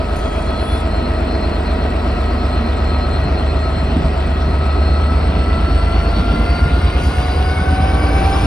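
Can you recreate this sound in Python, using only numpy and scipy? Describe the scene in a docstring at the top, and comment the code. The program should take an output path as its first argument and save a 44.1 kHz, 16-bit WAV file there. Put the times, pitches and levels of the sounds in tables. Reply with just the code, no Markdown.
"""A two-stroke diesel locomotive draws container flats slowly along a station platform.
Its exhaust throbs once a crank turn, as neighbouring low tones fall into step.
Gears, turbocharger and auxiliaries whine, and their pitch climbs as the engine is notched up.
A wheel flange squeals briefly as a rising tone; wagon rumble, jolts and hissing air are shaped from
filtered noise and short rings."""
import sys
import numpy as np
from scipy import signal
from scipy.fft import rfft, irfft, next_fast_len
from scipy.io import wavfile
from scipy.ndimage import uniform_filter1d, map_coordinates

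SR = 44100
rng = np.random.default_rng(int(sys.argv[2]) if len(sys.argv) > 2 else 0)


def materialize(psi):
    """Save the field psi as 16-bit PCM at rate SR to the path in sys.argv[1].

    A 1-D psi becomes a single channel; in a 2-D psi each row is a channel.
    """
    bounded = np.clip(np.atleast_2d(psi).T, -1, 1)
    quanta = np.round(bounded * 32767).astype(np.int16)
    wavfile.write(sys.argv[1], SR, quanta)


N = 373086
TIME = np.arange(N) / SR

# crankshaft speed: (time [s], speed [turns per second])
SHAFT = [(0, 8.149), (1.6, 8.168), (2.4, 8.147), (4.4, 8.147), (4.8, 8.196), (5.2, 8.288), (5.6, 8.421),
         (6.4, 8.766), (7.2, 9.215), (8.46, 9.943)]
# the low multiples of the crank speed that make up the throb: (order)
THROB_ORDERS = [6, 7, 8, 9]
# exhaust surge within a turn: (time [s], delay [turns], smear by echoes [turns per order])
SURGE = [(0, 1.02, .15), (2, 1.04, .2), (4.8, 1.07, .25), (5.5, 1.15, .16), (6.1, 1.11, .23),
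         (6.5, .65, -.06), (7.3, .72, -.22), (7.8, .79, -.25), (8.46, 1.06, .11)]
# how the engine's noises grow, before a fixed lift: (time [s], clatter [dB], cooling air [dB])
AIR = [(0, -35.5, -42), (1.9, -34, -40.5), (5, -34, -40.5), (6, -33, -38.5), (7.1, -34.5, -36.5),
       (7.6, -33, -38.5), (8.25, -29.5, -36), (8.46, -31, -35)]


def amp(db):
    """Turn decibels into gain."""
    return 10 ** (np.asarray(db) / 20)


def unit(x):
    """Scale to rms 1."""
    return x / np.sqrt(np.mean(x ** 2) + 1e-20)


def along(points, hz):
    """Read (frequency, value) points along a logarithmic frequency axis."""
    f, v = np.transpose(points)
    return np.interp(np.log(hz + 1), np.log(f + 1), v)


def curves(rows):
    """Draw each column after the time as a curve with one value per sample."""
    s, *cols = np.transpose(rows)
    return [np.interp(TIME, s, c) for c in cols]


def wobble(rate):
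    """Draw a smooth random curve with this many knots a second."""
    knots = rng.standard_normal(8192)
    coarse = TIME[::16]
    return np.interp(TIME, coarse, map_coordinates(knots, [coarse * rate], mode="wrap"))


def filtered(x, response):
    """Multiply the spectrum of x by a response that depends on frequency."""
    m = next_fast_len(N + SR // 2)
    spectrum = rfft(x, m) * response(np.fft.rfftfreq(m, 1 / SR))
    return irfft(spectrum, m)[..., :N]


def coloured(pair, spectrum):
    """Turn two unrelated noises into one stereo noise with this spectrum, its middle at rms 1."""
    # left-right likeness of the train's noise: (frequency [Hz], likeness [0-1])
    likeness = [(50, 0.98), (130, 0.99), (250, 1), (450, 0.73), (1000, 0.35), (1700, 0.6), (2600, 0.73),
                (3800, 0.65), (5000, 1), (8000, 1), (12000, 1)]

    def response(hz):
        alike = np.clip(along(likeness, hz), 0, 1)
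        return amp(along(spectrum, hz)) * np.sqrt([1 + alike, 1 - alike])

    mid, side = filtered(pair, response)
    return np.array([mid + side, mid - side]) / np.std(mid)


def rush(spectrum, patchy_db):
    """Make stereo turbulence: noise whose gain varies in patches of time and pitch."""
    z = signal.stft(rng.standard_normal((2, N)), nperseg=512)[2]
    field = rng.standard_normal(z.shape[1:])
    field = uniform_filter1d(uniform_filter1d(field, 6, 0), 10, 1)
    noise = signal.istft(z * amp(patchy_db * unit(field)), nperseg=512)[1][:, :N]
    return coloured(noise, spectrum)


def tone(cycles, scatter, rate, width):
    """Make a stereo tone near rms 1: a direct path plus shifting reflections, partly unlike at each ear."""
    angle = (2 * np.pi * (cycles % 1)).astype(np.float32)
    direct, late = np.cos(angle), np.sin(angle)

    def reflections():
        return wobble(rate) * direct + wobble(rate) * late

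    mid = (direct + scatter * reflections()) / np.sqrt(1 + 2 * scatter ** 2)
    side = width * reflections()
    return np.sqrt(2) * np.array([mid + side, mid - side])


def exhaust(turns):
    """Low orders fall into step once a turn, the deep throb; each swells and fades in standing waves."""
    # strength of the throb: (time [s], relative level [dB], tilt [dB per order])
    strength = [(0, -3.5, -2), (2, -0.3, -1.3), (3.3, 0, 0.4), (4.1, -0.2, .3), (4.9, 1, 2),
                (5.5, 0.6, -1.9), (6.4, 0.3, -1.7), (7.2, 0.1, -2.6), (8.46, 2, 0)]
    # standing waves between the locomotive and a parked train favour some low pitches
    # and cancel others: (frequency [Hz], level [dB])
    standing = [(48.8, -24.6), (49.5, -30), (51.3, -19), (54.5, -24), (56.6, -31), (57.4, -21), (61, -21.4),
                (62.5, -17.3), (65.2, -24.7), (70, -28), (74.3, -17.7), (77, -17.6), (78.6, -24), (81, -17),
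                (87, -27)]
    waver_db = .5
    delay, smear = curves(SURGE)
    level_db, tilt_db = curves(strength)
    speed = curves(SHAFT)[0]
    out = np.zeros(N)
    for order in THROB_ORDERS:
        offset = order - np.mean(THROB_ORDERS)
        cycles = order * turns - offset * delay - smear * offset ** 2 / 2
        db = level_db + offset * tilt_db + along(standing, order * speed)
        out += amp(db + waver_db * wobble(5.7)) * np.cos(2 * np.pi * cycles)
    return np.sqrt(2) * out


def drone(turns):
    """A low hum keeps step with the exhaust surge; weaker engine orders fade as the locomotive leaves."""
    # the hum just above the throb: (time [s], level [dB])
    hum_level = [(0, -40), (.7, -32), (2, -34), (2.7, -47), (4.1, -33), (4.8, -35), (5.5, -22), (6.8, -34),
                 (8.46, -41)]
    # weaker engine orders: (multiple of the crank speed, level before the fading [dB])
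    weak_orders = [(5, -33), (11, -33), (20, -40), (24, -38.5), (25, -39.5), (28, -43), (30, -39),
                   (33, -44), (37, -43), (41, -40.5), (42, -43), (47, -45), (51, -42), (72, -42), (74, -42),
                   (88, -47), (89, -44), (90, -45)]
    # the weaker orders fade as the locomotive draws away: (time [s], gain [dB])
    receding = [(3.5, 0.5), (6.5, -7.5)]
    hum_order = 10
    lag = (hum_order - np.mean(THROB_ORDERS)) * curves(SURGE)[0]
    hum = amp(curves(hum_level)[0]) * tone(hum_order * turns - lag, scatter=.35, rate=3.14, width=.03)
    lines = np.zeros((2, N))
    for order, db in weak_orders:
        cycles = order * turns + rng.random()
        lines += amp(db) * tone(cycles, scatter=.35, rate=4, width=min(order / 150, .4))
    return hum + lines * amp(curves(receding)[0])


def block(turns):
    """Engine orders swell when the changing speed brings them near the block's resonances."""
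    # block resonances: (order, frequency [Hz], width [Hz], peak level [dB])
    resonances = [(16, 160.6, 9.8, -29), (30, 299, 30, -30), (34, 295, 30, -36.5)]
    speed = curves(SHAFT)[0]
    out = np.zeros((2, N))
    for order, hz, width, db in resonances:
        detuning = 2 * (order * speed - hz) / width
        gain = amp(db) / np.hypot(1, detuning)
        out += gain * tone(order * turns, scatter=.83, rate=9, width=.096)
    return out


def chug(turns):
    """Gain of rms 1: every firing has its own strength, and the whole swells once a turn."""
    firings_per_turn = 12
    grain_db, swell_db = 1.1, .5  # unevenness of the firings, depth of the swell
    peak_turn = .97  # where in the turn the swell peaks
    firings = turns * firings_per_turn
    strength = np.exp(.5 * rng.standard_normal(2048))[firings.astype(int)]
    bursts = unit(strength * np.sin(np.pi * firings) ** 2 - np.mean(strength) / 2)
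    swell = swell_db * np.cos(2 * np.pi * (turns - peak_turn))
    return unit(amp(grain_db * np.minimum(bursts, 3) + swell))


def clatter(turns):
    """Injectors, valves and firings make nearly the same rattle on every turn."""
    # colour of the clatter: (frequency [Hz], relative level [dB per Hz])
    colour = [(60, -3), (150, -3.5), (240, -7.5), (310, -1.5), (400, -3), (530, -7), (610, -4), (730, -3),
              (810, -8.5), (1100, -10), (1400, -10.5), (1750, -20), (2400, -21.5), (3200, -29.5),
              (6000, -60), (9000, -120)]
    size = 5400  # noise points per turn
    memory = .9  # share of each turn's pattern carried into the next
    fresh = rng.standard_normal((2, int(turns[-1]) + 40, size))
    repeating = signal.lfilter([1], [1, -memory], fresh, axis=1)
    repeating = repeating[:, 30:].reshape(2, -1)  # skip the turns where the pattern builds up
    rattle = unit(np.array([np.interp(turns * size, np.arange(len(r)), r) for r in repeating]))
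    # with distance the echoes blur the pattern
    blur = np.interp(TIME, [0, 4, 7], [.25, .4, .75])
    mix = np.sqrt(1 - blur) * rattle + np.sqrt(blur) * rng.standard_normal((2, N))
    return amp(curves(AIR)[0] + 9) * chug(turns) * coloured(mix, colour)


def hollow():
    """The engine compartment drones as a narrow, hollow band of noise."""
    # the drone near 240 Hz: (frequency [Hz], relative level [dB per Hz])
    colour = [(140, -60), (205, -8), (225, -1), (250, 0), (270, -7), (360, -60)]
    # strongest as the cab end passes: (time [s], level [dB])
    level = [(0, -36), (1.4, -29.5), (2.6, -27.5), (3.3, -33), (4.2, -34), (5.2, -30.5), (5.9, -36),
             (6.35, -28.5), (7, -39), (8.46, -46)]
    return amp(curves(level)[0]) * coloured(rng.standard_normal((2, N)), colour)


def flutter(turns, peak_turn, share):
    """Gain that swells once a crank turn and keeps the mean power."""
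    # the whines pulse most deeply as the cab end passes; below zero, the peak becomes the dip:
    # (time [s], depth before a share is taken [dB])
    depth = [(0, -3), (1.4, -4), (2.4, 4), (3.4, 7), (4, -4), (4.9, -3), (8.46, -1)]
    depth_db = share * curves(depth)[0]
    mean_power = np.i0(depth_db * np.log(10) / 10)
    return amp(depth_db * np.cos(2 * np.pi * (turns - peak_turn))) / np.sqrt(mean_power)


def hoarse(cycles, width):
    """A gear tone near rms 1 with a ragged, quickly wavering skirt."""
    # the tone grows hoarse once the engine is notched up: (time [s], ragged share of power [0-1])
    ragged_share = [(0, .05), (4.8, .06), (5.8, .22), (8.46, .25)]
    share = curves(ragged_share)[0]
    clear = tone(cycles, scatter=.18, rate=30, width=width)
    ragged = tone(cycles + .25, scatter=6, rate=85, width=width)
    return np.sqrt(1 - share) * clear + np.sqrt(share) * ragged


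def gears(turns):
    """Timing gears whine at their tooth rate and its harmonics; uneven torque adds pulses and sidebands."""
    # the tooth tone: (time [s], level [dB])
    mesh_level = [(0, -35), (1.4, -31), (2.7, -48), (3.3, -32), (4.5, -39), (6.6, -32.5), (7.08, -38.5),
                  (7.22, -27.5), (7.55, -30), (7.9, -22.5), (7.99, -33.5), (8.27, -20.5), (8.46, -30)]
    # its two upper sidebands, spaced by the crank speed: (time [s], level [dB])
    sidebands = [(0, -38), (1.6, -40), (2.7, -43), (3.2, -45), (4, -36.5), (4.8, -43.5), (6, -53),
                 (8.46, -41)]
    # its octave, before the slow beating: (time [s], level [dB])
    octave_level = [(0, -36), (.85, -34), (1.4, -43), (2.45, -33.5), (2.68, -39), (2.95, -30.5), (3.3, -43),
                    (3.65, -33.5), (3.95, -41), (4.65, -33), (5.05, -31), (5.3, -35), (5.55, -30.5),
                    (5.9, -32), (6.1, -37), (6.32, -28), (6.5, -34), (6.68, -28.5), (6.85, -34), (7.1, -34),
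                    (7.28, -37), (7.45, -31.5), (7.9, -33.5), (8.46, -35)]
    # its third harmonic: (time [s], level [dB])
    third_level = [(0, -47), (.8, -44), (3.2, -44), (4.5, -47), (5, -43.5), (6, -51), (6.5, -44), (7, -50),
                   (8.46, -49)]
    # an idler gear's tone: (time [s], level [dB])
    idler_level = [(0, -40), (5.5, -45.5), (7, -41.5), (8.3, -35.5)]
    # the idler's octave comes and goes as the engine gathers speed: (time [s], mean level [dB])
    idler_octave = [(0, -54), (1.3, -47), (4.6, -47), (5.35, -52), (5.55, -40), (5.72, -50), (5.86, -40),
                    (6.05, -54), (6.25, -49), (6.42, -38), (6.75, -45), (6.95, -41), (7.45, -44),
                    (7.58, -34), (7.7, -45), (7.85, -40), (8.15, -35), (8.46, -41)]
    fourth_db = -48
    mesh_share, octave_share = .51, .4  # shares of the flutter depth
    octave_peak_turn, idler_peak_turn = .91, .47  # where in the turn each octave peaks
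    beat_hz, beat_db = 2, 1.3  # echoes beat slowly against the octave
    idler_pulse_db = 2

    twist = .02 * np.sin(2 * np.pi * turns) + .025 * wobble(20)
    mesh = 79 * turns + twist
    idler = 117 * turns + twist
    loaded = curves(SURGE)[0] + .11  # the teeth are loaded this many turns after the exhaust surge

    first = amp(curves(mesh_level)[0]) * flutter(turns, loaded, mesh_share)
    whine = first * tone(mesh, scatter=.22, rate=18, width=.3)
    for k in (1, 2):
        sideband = tone(mesh + k * (turns - loaded), scatter=.3, rate=12, width=.3)
        whine += amp(curves(sidebands)[0]) * sideband

    beat = beat_db * np.sin(2 * np.pi * beat_hz * TIME)
    second = amp(curves(octave_level)[0] + beat) * flutter(turns, octave_peak_turn, octave_share)
    whine += second * hoarse(2 * mesh, width=.11)
    third = amp(curves(third_level)[0]) * flutter(turns, loaded, octave_share)
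    whine += third * tone(3 * mesh, scatter=.45, rate=45, width=.15)
    whine += amp(fourth_db) * tone(4 * mesh, scatter=.94, rate=59, width=.19)

    pulse = idler_pulse_db * np.cos(2 * np.pi * (turns - idler_peak_turn))
    whine += amp(curves(idler_octave)[0] + pulse) * hoarse(2 * idler, width=.13)
    return whine + amp(curves(idler_level)[0]) * tone(idler, scatter=1, rate=25, width=.16)


def auxiliaries(turns):
    """Fast pumps and blowers whistle high above the gears, one loud and coming in flares, two faint."""
    # the loud whistle between flares: (time [s], level [dB])
    between = [(0, -49), (1.9, -52), (2.2, -47), (2.8, -52), (4.1, -50), (4.35, -45.5), (4.7, -44.5),
               (4.98, -38), (5.12, -44.5), (7, -44.5), (7.75, -46), (8.46, -42.5)]
    # it flares up and drops away: (start [s], length [s], level before a fixed lift [dB])
    flares = [(0.47, 0.031, -37.9), (0.555, 0.068, -36.8), (0.705, 0.07, -41.0), (0.916, 0.087, -38.2),
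              (1.03, 0.04, -37.7), (1.144, 0.043, -40.7), (1.277, 0.101, -38.8), (1.413, 0.055, -36.8),
              (1.521, 0.049, -39.0), (1.663, 0.054, -39.0), (1.799, 0.054, -41.8), (2.095, 0.031, -42.3),
              (2.243, 0.082, -42.5), (2.382, 0.037, -40.3), (2.5, 0.083, -40.1), (2.629, 0.069, -41.9),
              (2.76, 0.051, -41.5), (2.856, 0.059, -36.9), (2.931, 0.051, -38.0), (3.008, 0.05, -36.3),
              (3.116, 0.063, -37.7), (3.229, 0.059, -36.9), (3.365, 0.062, -37.1), (3.475, 0.046, -37.7),
              (3.587, 0.104, -38.3), (3.745, 0.065, -38.5), (3.859, 0.062, -41.0), (4.462, 0.074, -43.6),
              (4.689, 0.046, -42.0), (4.837, 0.088, -35.8), (5.364, 0.042, -42.3), (5.449, 0.077, -41.9),
              (5.635, 0.134, -41.5), (5.914, 0.101, -42.6), (6.136, 0.094, -41.7), (6.248, 0.039, -42.9),
              (6.411, 0.036, -41.3), (6.503, 0.102, -39.8), (6.647, 0.038, -43.2), (6.789, 0.087, -41.7),
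              (7.202, 0.058, -40.2), (7.286, 0.096, -40.5), (7.446, 0.075, -41.9), (8.134, 0.056, -41.1),
              (8.321, 0.046, -41), (8.431, 0.025, -39.2)]
    # the two faint whistles beside it: (time [s], upper [dB], lower [dB])
    faint = [(0, -57, -53), (1.1, -56, -54), (2.2, -51, -54), (2.7, -56, -49), (3.3, -58, -53),
             (5.2, -56, -54), (5.7, -68, -55), (5.92, -68, -43), (6.45, -70, -48), (6.8, -72, -60)]
    flare_width = .72  # half-width of a rounded flare as a share of its length
    main, upper, lower = 515 * turns, 567 * turns, 503.5 * turns
    upper_db, lower_db = curves(faint)
    gain = amp(curves(between)[0])
    for s, length, db in flares:
        away = np.minimum(np.abs(TIME - s - length / 2) / (flare_width * length), 3)
        gain = np.maximum(gain, amp(db + 1.5) * np.exp(-away ** 2.5))
    # as the pitch glides, late echoes beat against the direct tone
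    beating = np.interp(TIME, [4.9, 5.6], [.2, .55])
    whistle = gain * tone(main + .06 * wobble(60), scatter=beating, rate=60, width=.1)
    whistle += amp(upper_db) * tone(upper, scatter=.36, rate=10, width=.2)
    return whistle + amp(lower_db) * tone(lower, scatter=.7, rate=40, width=.3)


def turbo(turns):
    """The gear-driven turbocharger sings a breathy blade tone that grows hoarser with load."""
    # turbocharger whistle: (time [s], level [dB])
    level = [(0, -47.5), (2.5, -49), (3.7, -48), (5, -47.5), (6.3, -48), (7.3, -47.5), (8.46, -46)]
    blades = 939.5 * turns
    clear = np.interp(TIME, [4, 7], [.3, .04])  # share of power in the clearer core
    core = tone(blades, scatter=1.6, rate=50, width=.21)
    skirt = tone(blades, scatter=2.9, rate=180, width=.051)
    skirt += amp(.5) * tone(blades, scatter=3.3, rate=460, width=.022)
    return amp(curves(level)[0]) * (np.sqrt(clear) * core + np.sqrt(1 - clear) * unit(skirt))


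def flange():
    """A wheel flange rubs the rail and sings, rising slightly, with two harmonics."""
    # squeal: (time [s], pitch [Hz], level [dB], second harmonic [dB], third harmonic [dB])
    squeal = [(0, 3260, -70, -78, -68), (.17, 3270, -58, -60, -59), (.21, 3272, -45.5, -57, -59),
              (.27, 3280, -42.5, -54, -58), (.38, 3290, -44, -58, -55), (.45, 3310, -46, -58, -55),
              (.54, 3370, -41.5, -68, -64), (.63, 3385, -44, -68, -50), (.72, 3415, -37.5, -67, -46),
              (.81, 3450, -40, -58, -52), (.88, 3470, -75, -85, -90)]
    hz, *levels = curves(squeal)
    cycles = np.cumsum(hz * (1 + .00325 * wobble(35))) / SR
    out = np.zeros((2, N))
    for harmonic, db in enumerate(levels, start=1):
        out += amp(db) * tone(harmonic * cycles, scatter=.22, rate=80, width=.14)
    return out


def wagons():
    """Wheels and empty decks rumble in uneven swells, and each jolt makes a frame boom briefly."""
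    # rumble grows as the flats draw level: (time [s], level before a fixed lift [dB])
    level = [(0, -34), (.9, -29.5), (1.6, -34.5), (2.7, -27.5), (3.5, -26), (4, -26), (4.5, -27),
             (4.95, -27.5), (5.3, -24.5), (5.9, -25), (6.35, -23.5), (7.25, -25.5), (7.75, -23.5),
             (8.46, -22.5)]
    # colour of the rumble: (frequency [Hz], relative level [dB per Hz])
    colour = [(20, -24), (32, -3), (50, 12), (85, 12), (115, 6.5), (180, 3), (300, -6.5), (500, -5.5),
              (1200, -56), (5000, -120)]
    # dull jolts of the frames: (time [s], boom [dB], knock [dB]), before each mode's own level
    jolts = [(3.25, -17, -25), (3.818, -19, -21), (3.963, -14.5, -14.5), (4.045, -16, -20),
             (4.465, -18.5, -19), (5.27, -18.5, -25), (5.36, -17, -30), (5.677, -20, -18.5),
             (6.18, -18, -32), (6.257, -23, -21), (6.331, -15, -16.5), (6.387, -22, -20),
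             (6.648, -14.5, -28), (6.706, -19.5, -21), (6.764, -21, -20), (7.03, -20, -18.5),
             (7.59, -18, -22), (7.707, -16, -22), (7.785, -15.5, -22)]
    # what a jolted frame rings with, low modes the boom and high ones the knock:
    # (typical frequency [Hz], relative level [dB], time to fall by 60 dB [s])
    frame = [(122, -2, .22), (160, -.5, .22), (195, -1.5, .2), (250, 0, .18), (305, -2, .16),
             (380, -5, .14)]
    knock_above_hz = 210
    swell_db, swells_per_s = 1.5, 12  # unevenness of the rolling
    swells = swell_db * wobble(swells_per_s)
    rolling = amp(curves(level)[0] + 2.5 + swells) * rush(colour, patchy_db=1.5)
    booms = np.zeros(N + SR)
    age = np.arange(SR // 2) / SR
    for s, boom_db, knock_db in jolts:
        for hz, mode_db, t60 in frame:
            db = knock_db if hz > knock_above_hz else boom_db
            pitch = hz * (1 + .051 * rng.standard_normal())
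            ring = np.sin(2 * np.pi * (pitch * age + rng.random()))
            onset = 1 - np.exp(-age / .0026)
            booms[round(s * SR):][:len(age)] += amp(db + mode_db - 60 * age / t60) * onset * ring
    return rolling + booms[:N]


def air(turns):
    """Cooling air rushes, roughened by the firings; escaping air hisses thinly, with two spits and a puff."""
    # colours of the cooling air and the hiss: (frequency [Hz], relative level [dB per Hz])
    fan_colour = [(300, 1.5), (1000, 8), (2000, 3), (2700, 5), (3300, 2), (4100, 0), (5000, -5.5),
                  (5800, -9.5), (6600, -27.5), (8200, -18), (9500, -23), (12000, -29.5), (15500, -32)]
    hiss_colour = [(2500, -12), (5000, 5), (6500, 5.5), (8000, 4), (9500, 3.5), (11500, 1.5), (12700, -21),
                   (14300, -26), (15400, -19), (15800, -21)]
    # hiss of escaping air, before a fixed lift: (time [s], level [dB])
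    leak = [(0, -66.5), (5, -77.5), (6, -62), (6.9, -61), (7.2, -53.5), (7.9, -57.5), (8.46, -48)]
    # a soft puff, before the same lift: (time [s], level [dB], attack [s])
    puffs = [(6.98, -51.5, 0.074)]
    # two sharp spits, before the same lift: (time [s], level [dB])
    spits = [(.159, -50), (.188, -52)]
    puff_fall_s = .062
    spit_hold_s, spit_fall_s = .012, .008
    fans = amp(curves(AIR)[1] + 6) * chug(turns) * rush(fan_colour, patchy_db=1.8)
    escape = amp(curves(leak)[0])
    for s, db, attack in puffs:
        age = TIME - s
        fall = np.exp(-np.maximum(age - attack, 0) / puff_fall_s)
        escape = escape + amp(db) * np.clip(age / attack, 0, 1) * fall
    for s, db in spits:
        fall = np.exp(-np.maximum(TIME - s - spit_hold_s, 0) / spit_fall_s)
        escape = escape + amp(db) * (TIME > s) * fall
    return fans + amp(6.5) * escape * rush(hiss_colour, patchy_db=1.5)


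def scene():
    """Add the engine, which follows the crankshaft, to the flange, wagons and air."""
    turns = np.cumsum(curves(SHAFT)[0]) / SR
    engine = exhaust(turns) + drone(turns) + block(turns) + clatter(turns) + hollow()
    whines = gears(turns) + auxiliaries(turns) + turbo(turns)
    return engine + whines + flange() + wagons() + air(turns)


def record(dry):
    """The two microphones differ in colour and timing and keep nothing above the band limit."""
    # difference in loudness: (frequency [Hz], left minus right [dB])
    tilt = [(60, -0.5), (110, 0.5), (200, -1.0), (380, -3), (700, 1), (1290, 2.5), (2380, 0.5), (4400, 1.5),
            (8120, -0.5), (15000, 0.5)]
    # the two ports hear the train in and out of step: (frequency [Hz], left lead [radians])
    lead = [(30, 0), (110, 0), (250, -0.2), (780, 0.82), (2070, 0.52), (3010, 2), (3700, 1.5), (4350, .5),
            (5600, 0.9), (6400, 1.5), (7200, 2.5), (8300, 4), (9600, 5.5), (11700, 5), (12700, 18.5),
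            (14500, -20), (15400, 25)]
    top_hz = 15800

    def ports(hz):
        left_over_right = amp(along(tilt, hz)) * np.exp(1j * along(lead, hz))
        # half of the difference goes to each side
        return left_over_right ** np.array([[.5], [-.5]]) * (hz < top_hz)

    return filtered(dry, ports)


dry = scene()
out = record(dry)
materialize(out)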